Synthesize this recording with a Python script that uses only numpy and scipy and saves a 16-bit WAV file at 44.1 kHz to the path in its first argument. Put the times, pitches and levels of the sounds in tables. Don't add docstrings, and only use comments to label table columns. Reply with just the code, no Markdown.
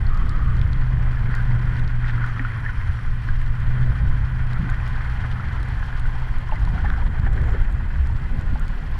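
import sys
import numpy as np
from scipy import signal
from scipy.fft import rfft, irfft
from scipy.io import wavfile
from scipy.ndimage import uniform_filter1d

SR = 44100
rng = np.random.default_rng(int(sys.argv[2]) if len(sys.argv) > 2 else 0)


def file_out(sig):
    cols = np.atleast_2d(sig).T
    lim = np.clip(cols, -1, 1)
    pcm = np.round(lim * 32767).astype(np.int16)
    wavfile.write(sys.argv[1], SR, pcm)


N = 396459
TIME = np.arange(N) / SR

# (time [s], slow eddies [dB], buffeting [dB], fine churn [dB])
FLOW_LEVELS = [(0, -17.5, -23.5, -36), (1.0, -20.5, -21.5, -36.5), (1.75, -20.5, -24.5, -36),
               (2.05, -21.5, -29, -39), (2.65, -29, -28.5, -42.5), (3.3, -18, -27.5, -42),
               (3.55, -19.5, -27, -42.5), (3.75, -20.5, -21, -34.5), (4.1, -20, -22.5, -38.5),
               (4.35, -22, -26, -39.5), (5.7, -28.5, -25.5, -40.5), (6.1, -20, -27, -44.5),
               (6.4, -22, -28, -42), (6.7, -21.5, -21, -36), (7.5, -21, -22, -36),
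               (7.85, -23.5, -25, -39.5), (8.25, -23, -25.5, -39.5), (8.5, -19.5, -23.5, -36),
               (8.7, -22.5, -28, -39), (9, -24.5, -27, -41)]
# (frequency [Hz], level [dB])
EDDY_SPECTRUM = [(1, -15), (5, 0.5), (14, 12.5), (24, 14.5), (34, 7), (46, -4), (62, -17), (110, -66)]
# (frequency [Hz], level [dB])
BUFFET_SPECTRUM = [(25, -20), (40, -1), (55, 2.5), (72, -3.5), (95, -5), (125, -11.5), (160, -21),
                   (240, -38), (500, -91.5)]
# (frequency [Hz], level [dB])
CHURN_SPECTRUM = [(70, -30), (115, -11.5), (148, 1), (190, -7), (245, -9.5), (310, -17.5), (420, -21.5),
                  (600, -24.5), (1000, -37.5), (3000, -86)]
# (time [s], peak [dB], half-width [s])
EDDY_THUMPS = [(0.595, -13.5, 0.0038), (2.896, -11.5, .004), (6.084, -13.5, 0.0056), (6.182, -13, 0.011),
               (7.058, -10.5, 0.0085), (7.199, -12, 0.0025), (7.333, -12, 0.0059), (7.417, -8.5, 0.0028),
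               (7.619, -9, 0.0068)]
# (time [s], pitch [Hz], level [dB])
ENGINE_DRONE = [(0, 120, -38), (.4, 122.5, -29.5), (.8, 123.5, -24.5), (1.1, 122.5, -26),
                (1.35, 120, -25.5), (1.55, 122, -22.5), (1.95, 122, -26), (2.25, 116.7, -25),
                (2.7, 113.3, -30), (3.0, 116.5, -29.5), (3.3, 117.5, -29.5), (3.66, 121.7, -26.5),
                (3.8, 124, -21.5), (3.95, 123, -26.5), (4.1, 123.5, -29.5), (4.6, 123.5, -26.5),
                (4.95, 120, -29.5), (5.6, 121.3, -31), (6.3, 120.3, -34.5), (6.8, 115, -40),
                (7.3, 111.5, -30.5), (7.8, 112, -56), (9, 112, -57)]
# (time [s], level [dB], pitch [Hz], share that rings on after the burst [0-1])
NEAR_BUBBLES = [(0.0664, -38.5, 4320, .9), (0.6144, -31.5, 2340, 0), (1.1715, -26.5, 1700, 0.6),
                (1.2994, -26, 1440, 0.5), (1.317, -28, 1730, .5), (1.3398, -22, 1400, 0.2),
                (1.341, -23, 1850, 0.6), (1.380, -27, 1580, .5), (2.044, -23, 1900, 0.3),
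                (2.061, -28, 1420, .6), (2.0967, -23, 1730, 0.4), (2.179, -28, 1310, .9),
                (2.217, -24, 1440, 0.8), (2.2412, -24, 1435, 1), (2.296, -29, 1210, 0.7),
                (2.374, -29, 1280, .8), (2.3948, -17, 1850, 0.4), (2.4334, -33, 1630, 0.3),
                (2.4494, -16.5, 1430, 0.56), (2.515, -38, 2300, 0.9), (2.559, -30, 1120, 0.8),
                (2.65, -25, 1640, 0.6), (2.662, -20, 1770, .8), (2.686, -28, 1910, 0.8),
                (2.693, -25.5, 1470, .8), (2.895, -30, 1540, 0), (3.2877, -22, 1595, 0.7),
                (3.4165, -26.5, 1800, .2), (4.692, -24, 1520, .2), (4.802, -32, 2400, .2),
                (5.096, -26, 1610, 0.2), (5.2488, -24, 1673, .25), (5.397, -27.5, 1330, .9),
                (5.828, -22, 1650, 0.25), (5.927, -25.5, 1687, 0.3), (6.055, -24.5, 1465, .6),
                (6.492, -28, 1030, 0.9), (6.515, -35, 2686, .7), (6.522, -18.5, 860, 0.57),
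                (6.562, -30, 1990, 0.9), (6.6736, -28, 973, 0.7), (6.778, -26, 1390, 0.77),
                (6.779, -35, 2180, 0.75), (6.845, -22.5, 816, 0.6), (6.859, -24, 1740, 0.9),
                (6.902, -23, 1520, 0.3), (6.98, -30, 777, 0.86), (7.021, -30, 940, 0.91),
                (7.269, -24.5, 777, 0.3), (7.378, -26, 1610, 0.4), (7.9586, -29.5, 1600, 0.2),
                (8.098, -33, 910, .9), (8.557, -26, 840, 0.5), (8.608, -33, 1380, 1),
                (8.957, -30, 1040, .55)]
# (time [s], level before trim [dB], pitch [Hz], ring t60 [s])
AIR_GULPS = [(2.397, -20, 263, 0.18), (3.277, -31, 292, .07), (4.591, -10.5, 161, 0.099),
             (4.625, -12.5, 171.8, 0.11), (6.523, -25, 616, 0.08), (6.731, -15, 203, 0.034),
             (7.241, -21, 186.4, 0.043), (7.546, -18, 434, 0.02), (7.967, -5.5, 67.4, 0.67),
             (8.527, -16.5, 225, 0.049)]
# (time [s], hiss [dB], coarse bubbles before trim [dB], fizz [dB])
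WAKE_LEVELS = [(0, -42, -46, -58), (.7, -40, -54, -58.5), (1.0, -40, -45, -58.5),
               (1.7, -37.5, -47.5, -56.5), (1.95, -39.5, -50, -58), (2.2, -36.5, -48.5, -55.5),
               (2.6, -38, -49, -57.5), (3.1, -40.5, -55.5, -57.5), (3.45, -41.5, -53, -57.5),
               (3.75, -39, -48.5, -57), (4.45, -39.5, -47.5, -58.5), (4.7, -37.5, -45, -55.5),
               (5.8, -38.5, -44, -54.5), (6.4, -42, -44, -57.5), (6.9, -39.5, -42, -56),
               (7.15, -41, -45, -59), (7.58, -38.5, -46, -58), (7.66, -42, -45, -61.5),
               (8.0, -42.5, -49, -60), (9, -43, -45.5, -56.5)]
# (frequency [Hz], level [dB])
HISS_SPECTRUM = [(500, -21.5), (900, -4), (1250, -3), (1370, -2.5), (1470, 2), (1620, 1.5), (1990, -1),
                 (2120, -5), (2240, -11.5), (2380, -7), (2850, -22), (3180, -32), (3600, -27.5),
                 (6000, -63)]
# (pitch [Hz], width [Hz], relative level [dB])
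HISS_RESONANCES = [(820, 120, -25), (1033.5, 69, -14), (1471, 95, -12.5), (3194, 250, -22.5)]
# (frequency [Hz], level [dB])
COARSE_SPECTRUM = [(200, -0.5), (400, -6.5), (600, -7.5), (720, 0), (810, -2), (920, -1), (1040, -4),
                   (1150, -3.5), (1400, -22.5), (2500, -60)]
# (frequency [Hz], level [dB])
FIZZ_SPECTRUM = [(1800, -6.5), (3000, 7), (3700, -1.5), (4400, -0.5), (5000, -7.5), (5600, -8.5),
                 (6500, -14), (8200, -17), (10000, -19), (14000, -37.5)]
# (centre time [s], length [s], level [dB], pitch [Hz], width [Hz])
BUBBLE_CLOUDS = [(0.173, 0.22, -38.5, 1220, 260), (0.407, 0.42, -41, 1215, 210),
                 (1.379, 0.16, -38, 1560, 400), (1.352, .12, -62, 4400, 700),
                 (2.091, 0.057, -46, 2880, 2190), (2.251, 0.11, -40.5, 1240, 400),
                 (2.529, .05, -41, 1870, 400), (2.682, 0.083, -41, 1800, 350), (2.27, .14, -64, 4970, 3000),
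                 (2.854, .9, -69, 5500, 1200), (4.64, 0.13, -35.5, 238, 160), (4.738, .05, -40, 1740, 800),
                 (5.248, 0.032, -36, 1300, 1100), (5.371, .05, -43, 1260, 400),
                 (5.603, .035, -45, 1670, 500), (6.922, 0.26, -39.5, 1520, 400),
                 (7.27, 0.03, -36, 1700, 450), (7.441, 0.36, -44.5, 424, 400),
                 (7.553, 0.076, -41, 430, 250), (7.493, .12, -67, 7200, 1390), (7.7, 3.2, -77.5, 7500, 850),
                 (8.19, 2.1, -63, 2600, 350)]
# (time [s], level [dB], snap pitch [Hz], brightness [dB])
CASE_TICKS = [(.1463, -44, 4800, -12), (.174, -40, 4370, -7), (.2937, -34, 4230, -7.5),
              (.5679, -39, 4200, -13), (.5942, -39.5, 3900, -11), (.6148, -33, 3350, -25),
              (.7318, -32, 4100, -18), (1.3512, -37, 4160, -1), (1.7675, -40.5, 4500, -18),
              (1.7957, -36, 3780, -12), (1.878, -36, 4130, -22), (2.062, -41, 4850, -20),
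              (2.2633, -44, 3600, -3), (3.4155, -40, 3600, -7), (3.4628, -41, 3900, -9),
              (3.6026, -45, 3500, -4), (4.5328, -36, 3900, -14), (4.6994, -39, 3590, -4),
              (4.7433, -41, 4200, -11), (4.8776, -38, 3800, -9), (5.3152, -34, 3273, -17),
              (5.63, -36, 3700, -10), (5.6858, -49, 3800, 1), (5.8657, -49, 4210, -3),
              (5.997, -41, 3700, -5), (6.384, -43, 3800, -4), (6.488, -43, 5300, -15),
              (6.557, -47, 5000, -9), (6.6512, -38, 4220, -9), (6.9015, -36, 3473, -14),
              (7.198, -42, 4300, -10), (7.3323, -47, 3500, -1), (7.4163, -40, 3400, -9),
              (7.615, -42, 3800, -7), (7.7253, -46, 3700, -1), (8.071, -42, 4470, -4),
              (8.4124, -47, 5630, 0), (8.5765, -43, 4100, -19), (8.596, -48, 3600, 7.5),
              (8.681, -37.5, 4450, -7.5)]
# (pitch [Hz], relative level [dB], t60 [s])
CASE_MODES = [(1510, 7.5, 0.023), (2320, 8, .012), (3300, 0.5, 0.015), (3830, -7, 0.0043),
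              (4310, -10.5, 0.018), (4600, -5.5, 0.01), (5650, -10.5, 0.004), (6770, -5, 0.039),
              (8100, -1.5, 0.013), (7740, -3, 0.014), (8950, -2.5, 0.0065), (9700, -5, 0.0099),
              (11300, -9.5, 0.0087), (13200, -6, 0.0064)]
# (frequency [Hz], level [dB])
CRACK_SPECTRUM = [(1500, -10), (3100, 6.5), (4500, -2), (5600, 0.5), (7000, -13), (9000, -32.5)]
# (frequency [Hz], level [dB])
SPLINTER_SPECTRUM = [(4500, -22), (6500, -1.5), (8000, 0.5), (10200, -2), (11300, -14), (13200, -8.5),
                     (15000, -23.5)]
# (frequency [Hz], level [dB])
SPRAY_SPECTRUM = [(4500, -10), (5700, -7), (6300, -13), (6800, 0.5), (8200, 0), (9100, -12), (9900, 2.5),
                  (10600, -1.5), (13200, -5), (14300, -14), (15300, -32.5)]
# (time [s], level [dB])
THIN_BAND_LEVELS = [(0, -91), (2.0, -85), (2.35, -78), (2.9, -73), (3.3, -82), (3.7, -84), (3.9, -72),
                    (4.1, -81), (4.35, -79), (5.6, -82), (7, -92), (9, -90)]
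# (frequency [Hz], level [dB])
SPLASH_SPECTRUM = [(400, -10), (900, 9), (2000, 16), (2800, -1), (6000, -36)]


def amp(db):
    return 10 ** (np.asarray(db) / 20)


def unit(x):
    return x / np.sqrt(np.mean(x ** 2) + 1e-20)


def curves(rows):
    times, *columns = np.transpose(rows)
    return [np.interp(TIME, times, column) for column in columns]


def add(mix, s, sound):
    part = mix[max(round(s * SR), 0):][:len(sound)]
    part += sound[:len(part)]


def noise():
    return rng.standard_normal(N)


def colour(x, spectrum):
    hz, db = np.transpose(spectrum)
    bins = np.fft.rfftfreq(N, 1 / SR)
    gain = amp(np.interp(np.log(bins + 1), np.log(hz + 1), db)) / np.maximum(bins / hz[-1], 1) ** 2
    return unit(irfft(rfft(x) * gain, N))


def wander(rate_hz):
    bins = np.fft.rfftfreq(N, 1 / SR)
    return unit(irfft(rfft(noise()) / (1 + (bins / rate_hz) ** 4), N))


def steady(x, span_s):
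    return x / np.sqrt(abs(uniform_filter1d(x ** 2, max(int(span_s * SR), 1))) + 1e-9)


def pops(per_s, spread_db):
    size = amp(spread_db * np.minimum(rng.exponential(1, N), 5))
    return unit(size * rng.choice([-1, 1], N) * (rng.random(N) < per_s / SR))


def resonate(x, hz, width_hz):
    t = np.arange(SR // 10) / SR
    ring = t * np.exp(-np.pi * width_hz * t) * np.sin(2 * np.pi * hz * t)
    return unit(signal.oaconvolve(x, ring)[:len(x)])


def ping(db, hz, t60, rise_cycles, glide):
    t = np.arange(int(t60 * SR) + 2) / SR
    envelope = (1 - np.exp(-(t * hz / rise_cycles) ** 2)) * np.exp(-np.log(1000) * t / t60)
    return amp(db) * envelope / envelope.max() * np.sin(2 * np.pi * hz * (t + glide * t ** 2 / t60))


def swarm(low_hz, high_hz, per_s, spread_db, cycles, pitches):
    out = np.zeros(N)
    for hz in np.geomspace(low_hz, high_hz, pitches):
        ring = ping(0, hz, cycles / hz, rise_cycles=2.06, glide=0.052)
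        for when, size in rng.random((int(per_s * N / SR / pitches) + 1, 2)):
            add(out, when * N / SR, ring * amp(-spread_db * np.log(max(size, .02))))
    return unit(out)


def flow():
    slow, middle, fine = rng.standard_normal((3, N))
    eddy_db, buffet_db, churn_db = curves(FLOW_LEVELS)
    eddies = amp(eddy_db + 1.3 * wander(27)) * steady(colour(slow, EDDY_SPECTRUM), 0.27)
    buffet = amp(buffet_db + 2.3 * wander(6.1)) * steady(colour(middle, BUFFET_SPECTRUM), 0.13)
    churn = amp(churn_db + 1.22 * wander(4.5)) * steady(colour(fine, CHURN_SPECTRUM), 0.34)
    return eddies + buffet + churn


def thumps():
    out, t = np.zeros(N), np.arange(-SR // 20, SR // 20) / SR
    for s, db, half_width in EDDY_THUMPS:
        shove = (1 - (t / half_width) ** 2) * np.exp(-.5 * (t / half_width) ** 2)
        add(out, s + t[0], amp(db) * shove)
    return out


def engine(waver_hz=1.1, flutter_db=1.0):
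    hz, db = curves(ENGINE_DRONE)
    phase = 2 * np.pi * np.cumsum(hz + waver_hz * wander(11.6)) / SR
    tone = np.sqrt(2) * np.sin(phase) * amp(flutter_db * wander(30))
    blur = wander(16) * np.sin(phase) + wander(16) * np.cos(phase)
    rough = np.interp(TIME, [4.8, 7.5], [.24, .7])
    return amp(db) * (np.sqrt(1 - rough ** 2) * tone + rough * blur)


def plips(burst_t60=.0075, splash_db=-9.5):
    out, t = np.zeros(N), np.arange(SR // 50) / SR
    wet_noise = colour(noise(), SPLASH_SPECTRUM)
    envelope = np.exp(-t / 0.0025) * (1 - np.exp(-(t / 0.00048) ** 2))
    for s, db, hz, ring_share in NEAR_BUBBLES:
        t60 = 0.055 * (1000 / hz) ** 0.48
        add(out, s, ring_share * ping(db, hz, t60, rise_cycles=1.1, glide=0.04))
        add(out, s, (1 - ring_share) * ping(db, hz, burst_t60, rise_cycles=0.77, glide=0.022))
        splash = wet_noise[int(s * SR) // 2:][:len(t)] * envelope
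        add(out, s, np.sqrt(1 - ring_share) * amp(db + splash_db) * splash)
    return out


def gulps(trim_db=-8.0):
    out = np.zeros(N)
    for s, db, hz, t60 in AIR_GULPS:
        add(out, s, ping(db + trim_db, hz, t60, rise_cycles=1.0, glide=0.021))
    return out


def hiss(clump_db=1.6):
    bed = colour(0.89 * noise() + 0.51 * pops(700, 1.2), HISS_SPECTRUM)
    clumps = amp(clump_db * wander(22))
    grains = swarm(1205, 2064, per_s=420, spread_db=2.4, cycles=24, pitches=24)
    rings = sum(amp(db) * resonate(noise(), hz, width) for hz, width, db in HISS_RESONANCES)
    return 0.76 * bed + 0.4 * unit(clumps * grains) + rings


def gurgle():
    blend = np.interp(TIME, [5.5, 6.8], [.28, .5])
    bed = colour(0.87 * noise() + 0.39 * pops(500, 3.8), COARSE_SPECTRUM)
    grains = swarm(720, 1180, per_s=58, spread_db=3.0, cycles=59, pitches=18)
    return np.sqrt(1 - blend ** 2) * bed + blend * grains


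def fizz():
    bed = colour(1.04 * noise() + 0.51 * pops(1500, 3.2), FIZZ_SPECTRUM)
    grains = swarm(2500, 5570, per_s=480, spread_db=3.7, cycles=24, pitches=26)
    return 1.156 * bed + 0.42 * grains


def wake(surge_db=.95, churned_db=.9, coarse_trim_db=-1.5):
    churned = np.exp(-((TIME - 6.95) / .5) ** 2)
    surge = amp((surge_db + churned_db * churned) * wander(28))
    hiss_db, coarse_db, fizz_db = curves(WAKE_LEVELS)
    body = hiss() * amp(hiss_db) + gurgle() * amp(coarse_db + coarse_trim_db)
    top = fizz() * amp(fizz_db + 1.4 * wander(45))
    return surge * (body + top)


def clouds():
    out = np.zeros(N)
    for s, length, db, hz, width in BUBBLE_CLOUDS:
        births = pops(per_s=600, spread_db=1.6)[:int(length * SR)]
        swell = signal.windows.tukey(len(births), .7)
        add(out, s - length / 2, amp(db) * resonate(births, hz, width) * swell)
    return out


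def ticks(crack_db=-8.5, low_db=-10.5, top_db=-4, faint_per_s=24):
    out, t = np.zeros(N), np.arange(SR // 40) / SR
    hz, mode_db, t60 = np.transpose(CASE_MODES)[:, :, None]
    upper = hz[:, 0] > 6200
    crack, splinter = colour(noise(), CRACK_SPECTRUM), colour(noise(), SPLINTER_SPECTRUM)
    attack, decay = 1 - np.exp(-t / 0.0001), np.exp(-t / .0014)
    faint = [(when * N / SR, -56.5 + 8 * (size - .5), 3300 + 2200 * pitch, -7)
             for when, size, pitch in rng.random((int(faint_per_s * N / SR), 3))]
    for s, db, snap_hz, bright_db in list(CASE_TICKS) + faint:
        detune, phase = rng.standard_normal((2, len(CASE_MODES), 1))
        tones = np.sin(2 * np.pi * (hz * (1 + 0.019 * detune) * t + phase))
        modes = amp(mode_db) * np.exp(-np.log(1000) * t / t60) * tones
        low, top = modes[~upper].sum(0), modes[upper].sum(0)
        offset = int(s * SR) // 2
        body = amp(crack_db) * crack[offset:][:len(t)] * decay + amp(low_db) * low / abs(low).max()
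        edge = 0.61 * splinter[offset:][:len(t)] * decay + amp(top_db) * top / abs(top).max()
        add(out, s, amp(db) * (body + amp(bright_db) * edge) * attack)
        add(out, s, ping(db, snap_hz, t60=.0034, rise_cycles=0.95, glide=.01))
    return out


def spray(sizzle_db=-72.5):
    sizzle = colour(0.79 * noise() + 0.43 * pops(400, 5.2), SPRAY_SPECTRUM)
    prickle = swarm(6000, 13500, per_s=380, spread_db=7, cycles=24, pitches=22)
    thin_band = resonate(pops(1500, 3), hz=9800, width_hz=650)
    thin_db, = curves(THIN_BAND_LEVELS)
    return amp(sizzle_db + .7 * wander(12)) * (sizzle + 0.54 * prickle) + amp(thin_db) * thin_band


def scene():
    bed = engine() + flow() + wake() + spray() + clouds()
    return (bed + plips() + gulps() + ticks() + thumps())[None]


def record(dry, cutoff_hz=15100):
    fade_in = np.minimum(TIME / .004, 1)
    lowpass = signal.firwin(255, cutoff_hz, window=("kaiser", 9), fs=SR)
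    return signal.oaconvolve(dry * fade_in, lowpass[None], "same")


dry = scene()
out = record(dry)
file_out(out)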